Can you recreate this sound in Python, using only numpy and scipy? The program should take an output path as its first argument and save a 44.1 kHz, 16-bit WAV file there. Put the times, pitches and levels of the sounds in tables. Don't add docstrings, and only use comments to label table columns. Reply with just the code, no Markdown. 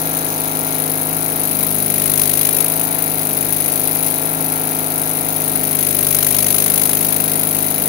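import sys
import numpy as np
from scipy import signal
from scipy.io import wavfile
from scipy.ndimage import uniform_filter1d

SR = 44100
rng = np.random.default_rng(int(sys.argv[2]) if len(sys.argv) > 2 else 0)


def put_to_file(sound):
    columns = np.atleast_2d(sound).T
    safe = np.clip(columns, -1, 1)
    whole_steps = np.round(safe * 32767)
    wavfile.write(sys.argv[1], SR, whole_steps.astype(np.int16))


def decibels_to_gain(level_db):
    exponent = np.asarray(level_db, float) / 20
    return 10 ** exponent


N = 347508
TIME = np.arange(N) / SR

# t/s, speed [cycles/s], exhaust effort [0-1]
GOVERNOR = [(0.0, 26.169, 0.0), (1.04, 26.017, 0.17), (1.39, 26.125, 0.35), (1.88, 25.401, 0.6),
            (2.27, 25.36, 0.9), (2.64, 26.289, 0.71), (2.93, 26.541, 0.3), (3.34, 25.599, 0.37),
            (3.61, 25.694, 0.56), (4.05, 26.301, 0.49), (4.4, 26.378, 0.24), (4.95, 26.047, 0.2),
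            (5.53, 25.995, 0.39), (5.92, 25.002, 0.75), (6.4, 25.19, 1.0), (6.74, 25.831, 0.94),
            (7.16, 26.049, 0.62), (7.88, 25.764, 0.57)]
# multiple of cycle rate [1], idle left level/dB, idle right level/dB, full-throttle change/dB
LOW_ORDERS = [(1, -66, -65, 4), (2, -48, -48, 3), (3, -62, -61, 4), (4, -43, -43, 7), (5, -48, -49, 3),
              (6, -34, -32, 0), (7, -53, -51, 4), (8, -47, -43, 7), (9, -44, -44, -6), (10, -33, -31, -2),
              (11, -39, -38, -3), (12, -42, -41, -1), (13, -40, -39, 0), (14, -50, -50, 6),
              (15, -49, -48, -1), (16, -39, -39, 3), (17, -46, -48, 5), (18, -43, -44, -3),
              (19, -47, -43, -3), (20, -46, -47, -3), (21, -52, -52, -1), (22, -50, -50, 2),
              (23, -41, -43, 0), (24, -47, -45, -5), (25, -35, -37, -1), (26, -54, -49, -2),
              (27, -43, -43, -5), (28, -42, -42, 1), (29, -38, -45, -4), (30, -44, -46, -5)]
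# multiple [1], left level/dB, right level/dB
LIFTED_ORDERS = [(31, -45, -41), (32, -48, -47), (33, -43, -39), (34, -49, -44), (35, -43, -39),
                 (37, -43, -44), (39, -46, -49), (43, -46, -44), (49, -47, -47), (51, -48, -48),
                 (52, -43, -51), (54, -43, -48), (55, -45, -49), (58, -47, -50), (64, -43, -55)]
# start t/s, length t/s, level/dB
ARCS = [
    (1.502, 0.83, -34),
    (3.25, .18, -37),
    (5.55, .45, -37),
    (6.35, 0.57, -32.5),
    (6.85, 1.2, -34.5),
]
# f/Hz, cylinder 1 left level/dB, right level/dB, cylinder 2 left level/dB, right level/dB
JET_COLOUR = [(2480, -64.5, -73.5, -61, -71.5), (3800, -71, -64.5, -80, -60),
              (4760, -68, -70.5, -62.5, -65.5), (6730, -85, -64, -103, -59), (7560, -81, -74, -68, -77),
              (8520, -68.5, -87, -69, -71), (9594, -56, -100, -48, -85), (10110, -43, -75, -46, -72),
              (11550, -51.5, -74, -44, -64.5), (12200, -49.5, -73, -50, -69),
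              (13400, -55.5, -73, -52.5, -72), (15130, -49, -82, -52, -75), (16100, -51.5, -78, -54, -74)]
# peak, rise, fall [shares of cycle], idle level/dB, loaded level/dB
PUFFS = [
    (.07, 0.057, 0.19, -0.76, 0.88),
    (.27, 0.05, 0.079, -2.5, -12.5),
    (.55, 0.054, 0.048, 0.5, -.3),
    (.62, 0.044, 0.061, -16, -1),
    (.71, 0.11, 0.061, -3.5, -6),
    (.84, 0.061, .2, -12, -13.5),
]
# t/s, extra level/dB
HARD_FIRINGS = [(.8, 1), (1.59, 1), (2.256, 0.5), (2.375, 1), (2.413, 1.5), (2.451, 1.5), (2.57, 1.5),
                (3.369, 2), (3.525, 3.5), (3.68, 2.5), (4.026, 2.5), (4.79, 2), (5.48, 2), (5.64, 2),
                (5.828, 1.5), (6.265, 1.5), (6.82, 2.5), (7.047, 2), (7.125, 3)]
# f/Hz, left level/dB per Hz, right level/dB per Hz
FLOOR_COLOUR = [(50, -98, -115), (139, -69, -62.5), (410, -65, -66.5), (480, -54, -54), (570, -67, -65.5),
                (1090, -61.5, -61.5), (1730, -65, -71.5), (2410, -66, -68.5), (3040, -80, -75.5),
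                (3980, -66.5, -71.5), (5070, -80, -82), (6630, -85, -74), (7740, -91, -97),
                (9050, -66, -88)]
# f/Hz, likeness [0-1]
LIKENESS = [(60, 0.32), (250, 0.92), (480, 1), (900, 0.72), (2500, 0.39), (6000, 0.12), (10000, 0.39),
            (15000, 0.5)]


def evened(x):
    return x / np.sqrt(np.mean(x ** 2) + 1e-20)


def read(points, hz, axis=1):
    table = np.array(points, float)
    return np.interp(np.log(hz + 1), np.log(table[:, 0] + 1), table[:, axis])


def control(table, axis=1):
    table = np.array(table, float)
    return np.interp(TIME, table[:, 0], table[:, axis])


def drift(rate_hz):
    return np.interp(TIME * rate_hz, np.arange(3000), rng.standard_normal(3000))


def noise(colour_db, size, patchy_db, span_hz, span_s):
    hop = size // 4
    hz = np.fft.rfftfreq(size, 1 / SR)
    a, b, c, d, patches = rng.standard_normal((N // hop + 5, len(hz), 5)).T
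    patches = uniform_filter1d(patches, max(round(span_hz * size / SR), 1), axis=0)
    patches = evened(uniform_filter1d(patches, max(round(span_s * SR / hop), 1), axis=1))
    same = np.clip(read(LIKENESS, hz), 0, 1)[:, None]
    late = np.exp(-2j * np.pi * hz * 17.5 / SR)[:, None]
    right = a + 1j * b
    left = late * same * right + np.sqrt(1 - same ** 2) * (c + 1j * d)
    z = np.array([left, right]) * decibels_to_gain(colour_db(hz)[:, :, None] + patchy_db * patches)
    return signal.istft(z, nperseg=size, noverlap=size - hop)[1][:, :N] * np.sqrt(SR / size)


def orders():
    top_multiple, base_db, slope_db, change_db = 66, [-53.5, -51], [-0.0693, -0.2013], -5.5
    low = list(LOW_ORDERS)
    lifted = {k: pair for k, *pair in LIFTED_ORDERS}
    upper = []
    for k in range(len(low) + 1, top_multiple + 1):
        sloped_db = np.add(base_db, np.multiply(slope_db, k - len(low)))
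        upper.append((k, *lifted.get(k, sloped_db), change_db))
    return low + upper


def windings():
    idle_db, edge_s = -42, .08
    level_db = np.full(N, float(idle_db))
    for start_s, length_s, db in ARCS:
        level_db[(TIME >= start_s) & (TIME < start_s + length_s)] = db
    return uniform_filter1d(level_db, max(round(edge_s * SR), 1))


def exhaust(cycle, throttle):
    wall_turn_rad, wall_every, wall_from, wall_to = 1.5, 4, 27.3, 36.5
    out = np.zeros((2, N))
    scatter = rng.standard_normal((70, 2)) * [.4, .004]
    scatter[:, 0] *= 1 + 3 * np.exp(-((np.arange(70) - 17) / 9) ** 2)
    angle = 2 * np.pi * (cycle - .205 + .015 * throttle)
    late = 2 * np.pi * 10.5 / SR * 25.9
    for k, left_db, right_db, change_db in orders():
        swing = np.sqrt(2) * decibels_to_gain(-0.37 + throttle * change_db + (1.04 + 0.012 * k) * drift(7))
        if k == 8:
            swing = swing * decibels_to_gain(windings() - right_db - throttle * change_db)
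        phase_scatter, delay_scatter = scatter[int(k)]
        pair = np.angle(1 + .95 * np.exp(-2j * np.pi * .52 * k))
        opposed = np.pi * (k in (4, 8))
        turn = k * angle + 2.1 + .4 * throttle + pair + opposed + phase_scatter + .15 * drift(5)
        wall = wall_turn_rad * np.sin(2 * np.pi * (k - wall_from) / wall_every) * (wall_from < k < wall_to)
        out[0] += decibels_to_gain(left_db) * swing * np.cos(turn + wall - .08 - k * (late + delay_scatter))
        out[1] += decibels_to_gain(right_db) * swing * np.cos(turn)
    return out


def pops(cycle):
    edges = np.zeros(N)
    for share, db in [(.21, 0.42), (.735, 7)]:
        at = np.flatnonzero(np.diff(np.floor(cycle - share)))
        jitter = rng.standard_normal((300, 2))[:len(at)]
        at = np.clip(at + (4.5 * jitter[:, 0]).astype(int), 0, N - 1)
        edges[at] -= decibels_to_gain(db + 1.6 * jitter[:, 1])
    t = np.arange(500) / SR

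    def ring(hz, db):
        return signal.oaconvolve(edges, decibels_to_gain(db - 60 * t / 0.0048) * np.sin(2 * np.pi * hz * t))[:N]

    return np.array([np.roll(ring(2320, -28.0), 16), ring(2110, -35.0)])


def each_firing(cycle, spread_db):
    firing = np.floor(2 * cycle).astype(int)
    return spread_db * rng.standard_normal(500)[firing - firing.min()]


def hard_firings():
    decay_s = 0.01
    return sum(db * (TIME > s - .002) * np.exp(-((TIME - s) / decay_s) ** 2) for s, db in HARD_FIRINGS)


def gate(share, mix):
    leak_db, advance = -13.5, 0.014
    power = decibels_to_gain(2 * leak_db)
    for peak, rise, fall, idle_db, loaded_db in PUFFS:
        away = share - peak + advance * mix
        away = away / np.where(away < 0, rise, fall)
        power = power + decibels_to_gain(2 * (idle_db + mix * (loaded_db - idle_db))) * np.exp(-2 * away ** 2)
    return 10 * np.log10(power)


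def garage(x):
    t = np.arange(8000) / SR
    tail = signal.lfilter([1, -.6], [1], rng.standard_normal((2, len(t)))) * decibels_to_gain(-60 * t / 0.047)
    return signal.oaconvolve(x, tail / np.linalg.norm(tail[0]), axes=1)[:, :N]


def jet(cycle, load, effort):
    share = (cycle - .39 + .003 * drift(40)) % 1
    first = share < .49
    mix = np.clip(5.7 * load - .4, 0, 1)
    gate_db = gate(share, mix) * np.array([[1.1], [.7]])
    strength_db = each_firing(cycle - .39, .3) + 1.2 * drift(250) + hard_firings()

    def cylinder_hiss(column):
        def colour_db(hz):
            sides = [read(JET_COLOUR, hz, axis=column), read(JET_COLOUR, hz, axis=column + 1)]
            return np.array(sides) - 40 * (hz < 2000)
        hiss = noise(colour_db, size=128, patchy_db=1.5, span_hz=900, span_s=.006)
        return hiss / np.std(hiss[0])

    hiss = np.where(first, cylinder_hiss(1), cylinder_hiss(3))
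    level_db = np.where(first, -11 + 7.5 * effort, -12.5 + 5.5 * effort)
    since = np.where(first, share, share - .49)
    blow = np.clip(since / .035, 0, 1) * np.exp(-(since / .135) ** 2)
    blow_db = np.array([[1.8], [9.5]]) * load * blow + np.array([[0], [-2.5]])
    facing_db, turn_s, turn_length_s = 3.5, 0.83, 0.51
    facing = np.clip((turn_s - TIME) / turn_length_s + .5, 0, 1)
    blow_db = blow_db + np.array([[0], [facing_db]]) * facing
    direct = hiss * decibels_to_gain(level_db + gate_db + strength_db + blow_db)
    return direct + decibels_to_gain([[-13], [-8]]) * garage(direct)


def rattle_and_fan(cycle, load):
    def colour_db(hz):
        return np.array([read(FLOOR_COLOUR, hz), read(FLOOR_COLOUR, hz, axis=2)]) - 60 * (hz > 9500)

    wash = noise(colour_db, size=1024, patchy_db=1.0, span_hz=300, span_s=.08)
    return wash * decibels_to_gain(-1.5 + 0.31 * load + 2.54 * np.cos(4 * np.pi * (cycle - .3)))


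def scene():
    speed_hz, effort = control(GOVERNOR), control(GOVERNOR, axis=2)
    cycle = 0.0045 + np.cumsum(speed_hz) / SR
    sag_hz = 26.15 - speed_hz
    throttle = np.clip(-0.13 + 0.49 * sag_hz + 0.78 * effort, 0, 1)
    load = np.clip((effort - 0.48) / 0.87, 0, 1)
    return exhaust(cycle, throttle) + pops(cycle) + jet(cycle, load, effort) + rattle_and_fan(cycle, load)


def low_pass(x):
    return signal.sosfilt(signal.butter(12, 16850, fs=SR, output="sos"), x)


def record(dry):
    spill_wide, spill_low, edge_hz = 0.096, 0.35, 15790
    highpass = signal.butter(3, 350, "high", fs=SR)
    lopsided = signal.lfilter(*highpass, np.clip(dry, -1.1, 1.1) ** 4)
    bent = dry + spill_wide * lopsided + spill_low * uniform_filter1d(lopsided, size=11)
    lowpass = signal.firwin(511, edge_hz, window=("kaiser", 9), fs=SR)[None]
    kept = signal.oaconvolve(np.clip(bent, -1.05, 1.05), lowpass, "same")
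    return low_pass(np.clip(kept, -1, 1))


dry = scene()
out = record(dry)
put_to_file(out)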